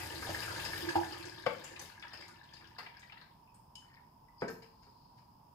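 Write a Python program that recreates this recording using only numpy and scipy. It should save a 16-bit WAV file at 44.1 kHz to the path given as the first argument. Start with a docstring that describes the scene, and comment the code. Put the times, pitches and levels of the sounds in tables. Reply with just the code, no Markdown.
"""Filling a watering can

Water runs from a big plastic bottle into a plastic can in a tiled kitchen: noise through the can's resonances
and swarms of rising bubbles follow a flow that thins to a trickle; gulps and single drips come at set moments.
The thin bottle crackles and drops splash on plastic, both as noise bursts; the bottle's wall pops back
and it is set down with a thud, both damped modes with noise."""
import sys
import numpy as np
from scipy import signal
from scipy.fft import rfft, irfft, next_fast_len
from scipy.io import wavfile
from scipy.ndimage import map_coordinates

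SR = 44100
rng = np.random.default_rng(int(sys.argv[2]) if len(sys.argv) > 2 else 0)


def dump(signal):
    """Clip the signal to [-1, 1] and save it as 16-bit WAV at the path in sys.argv[1]."""
    limited = np.clip(np.atleast_2d(signal).T, -1, 1)
    pcm = np.round(limited * 32767).astype(np.int16)
    wavfile.write(sys.argv[1], SR, pcm)


N = 244314
T = np.arange(SR // 3) / SR  # time within one short sound, s


def amp(db):
    """Decibels to gain."""
    return 10 ** (np.asarray(db) / 20)


def unit(x):
    """Scale to rms 1."""
    return x / np.sqrt(np.mean(x ** 2) + 1e-20)


def along(points, hz):
    """Read (hz, value) points on a log frequency axis."""
    point_hz, value = np.transpose(points)
    return np.interp(np.log(hz + 1), np.log(point_hz + 1), value)


def around(hz, band):
    """Move a spectrum shape to a centre frequency."""
    return [(share * hz, level_db) for share, level_db in band]


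def filtered(x, response):
    """Multiply the spectrum of x by a response of frequency."""
    n = x.shape[-1]
    padded = next_fast_len(n + 8192)
    spectrum = rfft(x, padded) * response(np.fft.rfftfreq(padded, 1 / SR))
    return irfft(spectrum, padded)[..., :n]


def coloured(x, spectrum):
    """Give x a spectrum, at rms 1."""
    return unit(filtered(x, lambda hz: amp(along(spectrum, hz))))


def resonance(hz, centre_hz, width_hz):
    """Second-order bandpass, peak gain 1."""
    damping = 1j * hz * width_hz
    return damping / (centre_hz ** 2 - hz ** 2 + damping)


def resonant(x, peaks):
    """Pass x through parallel resonances, each two equal stages of twice the listed width, at rms 1."""
    def response(hz):
        return sum(amp(db) * resonance(hz, centre, 2 * width) ** 2 for centre, width, db in peaks)
    return unit(filtered(x, response))


# left-right correlation of diffuse sound: hz, correlation
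LEFT_RIGHT_CORRELATION = [(100, 0.99), (250, 0.9), (500, 0.42), (900, 0.14), (2000, 0.098), (10000, .02)]


def pair(size):
    """Noise at two microphones: alike in the bass, nearly unrelated in the treble."""
    def mid_side(hz):
        half_angle = np.arccos(np.clip(along(LEFT_RIGHT_CORRELATION, hz), -1, 1)) / 2
        return np.array([np.cos(half_angle), np.sin(half_angle)])
    mid, side = filtered(rng.standard_normal((2, size)), mid_side)
    return np.array([mid + side, mid - side])


def wobble(knots_per_s):
    """Smooth random curve through random knots."""
    knots = rng.standard_normal(1024)
    return map_coordinates(knots, [np.arange(N) * knots_per_s / SR], mode="wrap")


def fade(t, t60_s):
    """Exponential decay by 60 dB in t60_s."""
    return np.exp(-np.log(1000) * t / max(t60_s, 1e-4))


def swell_at(s, sigma_s):
    """Gaussian rise and fall around time s."""
    return np.exp(-((np.arange(N) / SR - s) / sigma_s) ** 2 / 2)


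def add(track, s, sound):
    """Mix a sound in at time s."""
    start = max(round(s * SR), 0)
    track[:, start:start + sound.shape[1]] += sound[:, :N - start]


# late decay of the room: hz, t60_s
ROOM_DECAY = [(100, 0.71), (500, 0.47), (2000, 0.38), (6000, 0.4), (15000, 0.43)]
RIGHT_LAG_S = 0.00017  # direct sound reaches the left microphone first


def kitchen(x, wet_db):
    """Direct sound plus a diffuse answer from tiles and cupboards: decaying noise, faster in some bands."""
    hz, t, noise = signal.stft(pair(size=SR // 2), SR, nperseg=256)
    decay = np.exp(-np.log(1000) * t / along(ROOM_DECAY, hz)[:, None])
    tail = signal.istft(noise * decay, SR, nperseg=256)[1]
    t = np.arange(tail.shape[1]) / SR
    tail *= (1 - np.exp(-t / 0.00088)) * (1 + 2 * fade(t, t60_s=0.024))  # near walls answer first and strongest
    tail *= amp(wet_db) / np.linalg.norm(tail[0])
    tail[[0, 1], [0, round(RIGHT_LAG_S * SR)]] += 1  # direct sound
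    return signal.fftconvolve(x[None], tail, axes=1) / np.sqrt(1 + amp(2 * wet_db))


def burst(spectrum, t60_s, rise_s):
    """Puff of coloured noise that swells, then dies."""
    shape = (1 - np.exp(-T / max(rise_s, 1e-4))) * fade(np.maximum(T - rise_s, 0), t60_s)
    return coloured(rng.standard_normal(len(T)), spectrum) * shape


def ring(modes):
    """Damped modes struck together, with alternating sign."""
    total = np.zeros(len(T))
    for k, (hz, db, t60_s) in enumerate(modes):
        total += (-1) ** k * amp(db) * fade(T, t60_s) * np.sin(2 * np.pi * hz * T)
    return total * (1 - np.exp(-T / 0.00038))  # soft onset


def bubble(t, hz, t60_s, rise):
    """A bubble rings and its pitch climbs as it nears the surface, by the share rise in t60_s."""
    u = t / t60_s
    return np.sin(2 * np.pi * hz * t * (1 + rise * u / 2)) * np.exp(-np.log(1000) * u) * (1 - np.exp(-2 * t * hz))


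def swarm(count, low_hz, high_hz, cycles, scatter_db, crowd, size=SR // 90):
    """Bubbles of random pitch, most weak and a few strong; crowd sets how thickly they come, at an even level."""
    when, pitch = rng.random(count), rng.random(count)
    strength = rng.exponential(size=count)
    start = np.searchsorted(np.cumsum(crowd), when * crowd.sum())
    hz = low_hz * (high_hz / low_hz) ** pitch[:, None]
    strength_gain = amp(scatter_db * np.minimum(strength, 3.5)) / np.sqrt(crowd[start])
    height = hz * strength_gain[:, None]  # short-lived small bubbles are taller, for even energy over pitch
    k = np.arange(size)
    grains = height * bubble(k / SR, hz, cycles / hz, rise=0.17)
    return unit(np.bincount((start[:, None] + k).ravel(), grains.ravel(), N)[:N])


# higher notes of the can's air: centre_hz, width_hz, level_db
CAN_HIGH_NOTES = [(781, 19, 2.5), (940.4, 30, 5), (1272, 12, -0.5), (1634, 69, -3.5), (1756, 26, 1.5),
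                  (2316, 30, -7.5)]


def in_can(x):
    """Sound made inside the can rings its air: resonances added to the direct sound."""
    def response(hz):
        return 1 + sum(amp(db) * resonance(hz, centre, width) for centre, width, db in CAN_HIGH_NOTES)
    return filtered(x, response)


def can_mouth(x):
    """The can's hollow note reaches the right microphone later and stronger."""
    return np.array([amp(-2.0) * x, amp(2.0) * np.roll(x, round(0.00075 * SR))])


# steady hush: hz, level_db
HUSH_SPECTRUM = [(15, -40), (25, -6), (59, -2.5), (140, 2.5), (523, -17.5), (741, -13), (945, 3.5),
                 (1710, -50), (2560, -28.5), (3530, -32), (4870, -55), (5880, -39), (15500, -27.5)]
# its hollow bands: centre_hz, width_hz, level_db
HOLLOW_BANDS = [(880, 264, -5), (5400, 690, -16.5)]


def room_tone():
    """Faint steady noise with a hollow colour."""
    hush = amp(-61.0) * coloured(pair(size=N), HUSH_SPECTRUM)
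    return hush + amp(-72.5) * resonant(pair(size=N), HOLLOW_BANDS)


# wall popping back, modes: hz, level_db, t60_s
WALL_MODES = [(128, -23, .25), (175, -24, .14), (484, -5, .14), (526, 1, .12), (588, -5, .12),
              (670, -11, .12), (884, -6, .2), (1400, -6, .03), (2130, -2, .04), (3020, -11, .04)]
# its crack: hz, level_db
WALL_CRACK_SPECTRUM = [(80, -23), (170, 2.5), (330, -2), (560, 4), (750, 4), (1400, 5), (2250, 1),
                       (3300, -9), (5000, -18.5), (6500, -27.5), (13000, -35)]
# bottle meeting the counter, modes: hz, level_db, t60_s
COUNTER_MODES = [(122, -3, .11), (172, 3, .11), (250, 3, .1), (365, -3, .11), (420, 3, .17), (535, -1, .12),
                 (686, -3, .12), (950, -5, .08), (1510, -9, .12)]
# its noise bump: hz, level_db
COUNTER_BUMP_SPECTRUM = [(60, -22), (120, -8), (400, -1), (600, -4), (950, -4), (1600, -9), (2300, -16),
                         (3000, -36), (6000, -50)]
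# bumps of the bottle: start_s, level_db
BOTTLE_BUMPS = [(1.819, -57.5), (4.4198, -37.5), (4.4405, -44.5), (4.498, -51.5), (4.869, -64.5)]
# bottle's side tapping something just after the thud, modes: hz, level_db, t60_s
TAP_MODES = [(455, 1, .25), (1570, 3, .09), (1800, 0, .08), (4230, -4, .02), (5200, -5, .025)]
# wet plastic slipping just before the thud: centre_hz, width_hz, level_db
SQUEAK_BAND = [(4872, 170, 0)]
# bottle sliding in the hand as it is carried off: centre_hz, width_hz, level_db
SCUFF_BAND = [(4640, 880, 0)]
POP_S, TAP_S, TAP_DB = 1.4632, 4.4815, -41
SQUEAK_S, SQUEAK_SIGMA_S, SQUEAK_DB = 4.414, 0.018, -61.5
SCUFF_S, SCUFF_SIGMA_S, SCUFF_DB = 4.95, 0.23, -76


def bottle():
    """Damped modes for wall pop, thuds and tap, with noise in pop and thuds; squeak and scuff are noise swells."""
    out = np.zeros((2, N))
    note = amp(-27.5) * kitchen(ring(WALL_MODES), wet_db=-3)
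    crack = amp(-19.0) * kitchen(burst(WALL_CRACK_SPECTRUM, t60_s=0.032, rise_s=0.0006), wet_db=1)
    add(out, POP_S, (note + crack) * amp([[1.5], [-1.5]]))  # leans left
    for start_s, level_db in BOTTLE_BUMPS:
        body = kitchen(ring(COUNTER_MODES), wet_db=-5)
        bump = amp(6.5) * kitchen(burst(COUNTER_BUMP_SPECTRUM, t60_s=0.1, rise_s=0), wet_db=-1)
        add(out, start_s, amp(level_db) * (body + bump))
    add(out, TAP_S, amp(TAP_DB) * kitchen(ring(TAP_MODES), wet_db=2))
    squeak = swell_at(SQUEAK_S, SQUEAK_SIGMA_S) * resonant(pair(size=N), SQUEAK_BAND)
    scuff = swell_at(SCUFF_S, SCUFF_SIGMA_S) * resonant(pair(size=N), SCUFF_BAND)
    return out + amp(SQUEAK_DB) * squeak + amp(SCUFF_DB) * scuff


# dry snap, also the tick of a drip: share_of_centre, level_db
SNAP_BAND = [(.3, -24), (.65, -14), (.88, -5), (1.001, 1), (1.14, -4.5), (1.499, -13), (3, -35)]
# duller body under a snap: hz, level_db
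SNAP_BODY_SPECTRUM = [(100, -16), (450, 1.5), (800, 5.5), (1700, 5), (2800, 3.5), (5000, -19)]


def plastic_snap(centre_hz, body_db, rise_s):
    """A crease moves or a drop hits plastic: a dry noise snap, and a duller body that rings the can's air."""
    snap = burst(around(centre_hz, SNAP_BAND), t60_s=0.02, rise_s=rise_s)
    body = in_can(burst(SNAP_BODY_SPECTRUM, t60_s=0.06, rise_s=rise_s))
    return amp(-2.0) * kitchen(snap + amp(body_db) * body, wet_db=8.5)


# crackles of the bottle and, from 2.13 to 2.79 s, splashes of drops on the plastic:
# start_s, level_db, centre_hz, body_db
CRACKLES_AND_SPLASHES = [(0.6503, -25, 4950, -9), (0.7758, -34.5, 14000, -8), (.8895, -27, 5400, -13),
                         (1.2525, -37, 5760, -9), (1.64, -34.5, 6940, -2), (1.793, -30, 6000, -13.5),
                         (1.815, -37, 11000, -17), (2.1318, -39.5, 4900, 1.5), (2.2073, -42, 5150, -8),
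                         (2.4366, -47, 4050, -20), (2.5343, -40.5, 4830, -14), (2.7835, -37, 4580, 2.5),
                         (2.993, -45, 6350, -15), (3.5435, -49.5, 8500, -13.5), (4.48, -38, 5850, -8),
                         (4.499, -41, 13000, -19)]
# bottle brushing past the can and the hand: start_s, level_db, body_db
BOTTLE_RUBS = [(4.404, -47.5, 0.5), (4.616, -51, 2.5), (4.82, -57, -3), (5.17, -58, -1.5)]
SNAP_RISE_S = 0.0015
RUB_HZ, RUB_RISE_S = 4900, 0.013


def crackles_and_splashes():
    """Creases of the thin bottle and drops on plastic snap drily; rubs rustle with a slower rise."""
    out = np.zeros((2, N))
    for start_s, level_db, centre_hz, body_db in CRACKLES_AND_SPLASHES:
        add(out, start_s, amp(level_db) * plastic_snap(centre_hz, body_db, SNAP_RISE_S))
    for start_s, level_db, body_db in BOTTLE_RUBS:
        add(out, start_s, amp(level_db) * plastic_snap(RUB_HZ, body_db, RUB_RISE_S))
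    return out


# lapping water: hz, level_db
RIPPLE_SPECTRUM = [(1000, -16), (1900, 5), (3000, -15.5), (5500, -14)]
RIPPLE_S, RIPPLE_SIGMA_S, RIPPLE_DB = 3.932, 0.082, -64.5


def ripple():
    """The water laps softly between drips: a swell of tiny bubbles."""
    tiny = swarm(count=3000, low_hz=1200, high_hz=5000, cycles=30, scatter_db=4.0, crowd=np.ones(N))
    lap = swell_at(RIPPLE_S, RIPPLE_SIGMA_S) * coloured(tiny, RIPPLE_SPECTRUM)
    return amp(RIPPLE_DB) * kitchen(lap, wet_db=-4.5)[:, :N]


# last drips into still water: start_s, level_db, start_pitch_hz, t60_s, tick_db (relative)
LAST_DRIPS = [(3.475, -55, 2566, 0.037, -20), (3.754, -41, 3001, 0.075, 6),
              (4.2837, -55.5, 1980, 0.056, -19)]
DRIP_TICK_HZ = 5870


def drips():
    """A last drip ticks on still water and its bubble rings on, climbing a little."""
    out = np.zeros((2, N))
    for start_s, level_db, pitch_hz, t60_s, tick_db in LAST_DRIPS:
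        plip = bubble(T, pitch_hz, t60_s, rise=0.02)
        add(out, start_s, amp(level_db) * kitchen(plip, wet_db=5))
        tick = burst(around(DRIP_TICK_HZ, SNAP_BAND), t60_s=0.0065, rise_s=SNAP_RISE_S)
        add(out, start_s, amp(level_db + tick_db) * kitchen(tick, wet_db=5))
    return out


# pour swelling, thinning and stopping: time_s, flow_db (against the full stream)
POUR_FLOW = [(0, -1), (.15, -2.5), (.3, -.5), (.72, 0), (.9, -3), (1.42, -10), (1.72, -10), (2.0, -16.5),
             (2.2, -14.5), (2.42, -24.5), (2.58, -18.5), (2.76, -21), (2.98, -29), (3.2, -22.5), (3.4, -54)]
DRAIN_DB_PER_S = 34  # the last film of water runs out


def flow_db(t):
    """Flow at time t; it dies away steadily after the last point."""
    time_s, db = np.transpose(POUR_FLOW)
    return np.interp(t, time_s, db) - DRAIN_DB_PER_S * np.maximum(t - time_s[-1], 0)


# loud drops, some with extra rows for the can's notes ringing on: start_s, level_db, start_pitch_hz
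LOUD_DROPS = [(0.225, -28.5, 1560), (.269, -37, 725), (.347, -27.5, 1820), (.478, -32, 1500),
              (.504, -29, 1380), (.561, -31.5, 1610), (.597, -30, 2620), (0.732, -28.5, 1760),
              (.888, -26.5, 1686), (1.128, -40, 1280), (1.7615, -37, 2520), (2.0244, -36, 2520),
              (2.034, -41, 1670), (2.046, -44.5, 970), (2.069, -41.5, 1720), (2.5658, -47.5, 2700),
              (2.611, -48.5, 1750), (2.803, -41, 1720), (2.8625, -39.5, 2260), (2.866, -47.5, 920),
              (2.948, -49, 1900), (3.0291, -45.5, 1890), (3.096, -47.5, 2340), (3.121, -43, 2820),
              (3.124, -45.5, 1300), (3.1728, -44, 1930), (3.2165, -48.5, 1520)]
# splash of a drop: share_of_pitch, level_db
DROP_SPLASH_BAND = [(.35, 4), (1, 24), (1.75, 10), (2.8, -15), (4.5, -22)]
# churned water cushions a drop: flow_db, splash_db (against the ringing tone)
CUSHIONED_SPLASH = [(-14, -0.5), (-0.5, -4)]


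def drops():
    """Drops splash and leave short rising tones, of bubbles or the can; a thinner stream splashes more."""
    out = np.zeros((2, N))
    for start_s, level_db, pitch_hz in LOUD_DROPS:
        plip = bubble(T, pitch_hz, t60_s=0.022, rise=0.12)
        splash = burst(around(pitch_hz, DROP_SPLASH_BAND), t60_s=0.028, rise_s=0.0025)
        splash_db = np.interp(flow_db(start_s), *np.transpose(CUSHIONED_SPLASH))
        add(out, start_s, amp(level_db) * kitchen(plip + amp(splash_db) * splash, wet_db=2))
    return in_can(out)


# plunges of large air pockets: start_s, level_db, settled_pitch_hz, t60_s, can_air_db, can_base_db (relative)
AIR_GULPS = [(0.292, -27.5, 733, 0.033, -29, -6), (0.9552, -21, 867.5, 0.14, 2.5, -12)]
# splash of a plunge: hz, level_db
PLUNGE_SPECTRUM = [(150, -9), (450, -4), (700, -3), (950, 3), (1100, -11.5), (1280, -3), (1700, -11.5),
                   (12000, -32)]


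def gulps():
    """A large pocket of air rings under water and shakes the can's air and base."""
    out = np.zeros((2, N))
    swell = 1 - np.exp(-T / 0.021)
    glide = 1 - 0.18 * np.exp(-T / 0.0056)  # the pitch climbs as the pocket closes, then holds
    for start_s, level_db, pitch_hz, t60_s, air_db, base_db in AIR_GULPS:
        pocket = np.sin(2 * np.pi * pitch_hz * np.cumsum(glide) / SR) * fade(T, t60_s)
        plunge = in_can(burst(PLUNGE_SPECTRUM, t60_s=0.087, rise_s=0.00098))
        add(out, start_s, amp(level_db) * kitchen(pocket + amp(-7.5) * plunge, wet_db=-1.0))
        air = can_mouth(amp(air_db) * swell * ring([(CAN_AIR_NOTE[0][0], 0, 0.2)]))
        base = amp(base_db) * swell * ring([(CAN_BASE_NOTE[0][0], 0, 0.25)])
        add(out, start_s, amp(level_db) * (air + base))
    return out


# can's base: centre_hz, width_hz, level_db
CAN_BASE_NOTE = [(95.4, 39, 0)]
# can's air: centre_hz, width_hz, level_db
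CAN_AIR_NOTE = [(338.4, 23.3, 0)]
# bubbling water: hz, level_db
SPLASH_SPECTRUM = [(260, -56), (450, -8.5), (780, -9.5), (1300, -8.5), (1750, -3.5), (2400, -6),
                   (3800, -9.5), (5000, -13), (5700, -11.5), (7000, -21), (9500, -4)]
# fine spray: hz, level_db
SPRAY_SPECTRUM = [(2500, -9.5), (4800, -13.5), (6000, -3.5), (7300, -11), (15500, -11)]
# levels at 0 dB flow, and growth in dB per dB of flow
DRUM_DB, HOLLOW_DB, BUBBLING_DB, SPRAY_DB, GURGLE_DB = -50.5, -50.5, -45.5, -47.5, -51
DRUM_GROWS, HOLLOW_GROWS, BUBBLING_GROWS, SPRAY_GROWS, GURGLE_GROWS = 1.25, 1.78, 0.8, 1.7, 1.4
HOLLOW_LAG_S = 0.52  # the churning that stirs the can's air outlasts the jet
CHURN_DB, CHURN_KNOTS_PER_S = 1.8, 35  # the jet drags air under in uneven clumps
FEWEST_BUBBLES = 0.15  # rate in a trickle, share of the full stream's
LEAD_IN = SR // 10  # samples; the water is already running at the start


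def stream():
    """The jet drums on the can's base, stirs its air, and throws bubbles and spray; all follow the flow."""
    t = np.arange(N) / SR
    flow = flow_db(t)
    drum = amp(DRUM_DB + DRUM_GROWS * flow)
    hollow = amp(HOLLOW_DB + HOLLOW_GROWS * flow_db(t - HOLLOW_LAG_S) + 3.2 * wobble(11.91))
    bubbling = amp(BUBBLING_DB + BUBBLING_GROWS * flow + CHURN_DB * wobble(CHURN_KNOTS_PER_S))
    spray = amp(SPRAY_DB + SPRAY_GROWS * flow)
    gurgling = amp(GURGLE_DB + GURGLE_GROWS * flow)

    base = drum * resonant(pair(size=N), CAN_BASE_NOTE)
    air = can_mouth(hollow * resonant(rng.standard_normal(N), CAN_AIR_NOTE))

    crowd = np.maximum(amp(flow), FEWEST_BUBBLES)  # more water, more bubbles
    bubbles = swarm(count=3600, low_hz=550, high_hz=7000, cycles=18, scatter_db=5, crowd=crowd, size=SR // 50)
    gurgle = swarm(count=450, low_hz=230, high_hz=950, cycles=14, scatter_db=3, crowd=crowd, size=SR // 16)
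    fizz = swarm(count=3000, low_hz=3600, high_hz=13000, cycles=8.4, scatter_db=4, crowd=crowd)
    water = in_can(bubbling * coloured(bubbles, SPLASH_SPECTRUM) + gurgling * gurgle)
    water = water + spray * coloured(fizz, SPRAY_SPECTRUM)
    running = np.pad(water, (LEAD_IN, 0), mode="reflect")
    return base + air + kitchen(running, wet_db=5.5)[:, LEAD_IN:LEAD_IN + N]


def scene():
    """Sum of all the sources."""
    background = room_tone() + bottle() + crackles_and_splashes()
    return background + ripple() + drips() + drops() + gulps() + stream()


# the two microphones: hz, left_minus_right_db
LEFT_RIGHT_LEAN = [(100, 2), (220, -2), (340, -4), (520, 11), (730, 0), (950, -6), (1280, 5.5), (1600, 1.5),
                   (2400, 6), (4200, 9.5), (5100, 18), (6000, 5.5), (8500, -0.5), (13000, 5)]
# common resonance of the microphone ports: hz, level_db
PORT_RESONANCE = [(3900, -1), (5150, 4), (5700, -10), (6800, -1.5)]
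TOP_HZ = 15600


def record(dry):
    """Each microphone has its own colour; nothing passes above the band limit."""
    def microphones(hz):
        gains = amp(along(LEFT_RIGHT_LEAN, hz) * np.array([[0.5], [-0.5]]))
        balanced = gains / gains.mean(axis=0)
        return balanced * amp(along(PORT_RESONANCE, hz)) * (hz < TOP_HZ)
    return filtered(dry, microphones)


dry = scene()
out = record(dry)
dump(out)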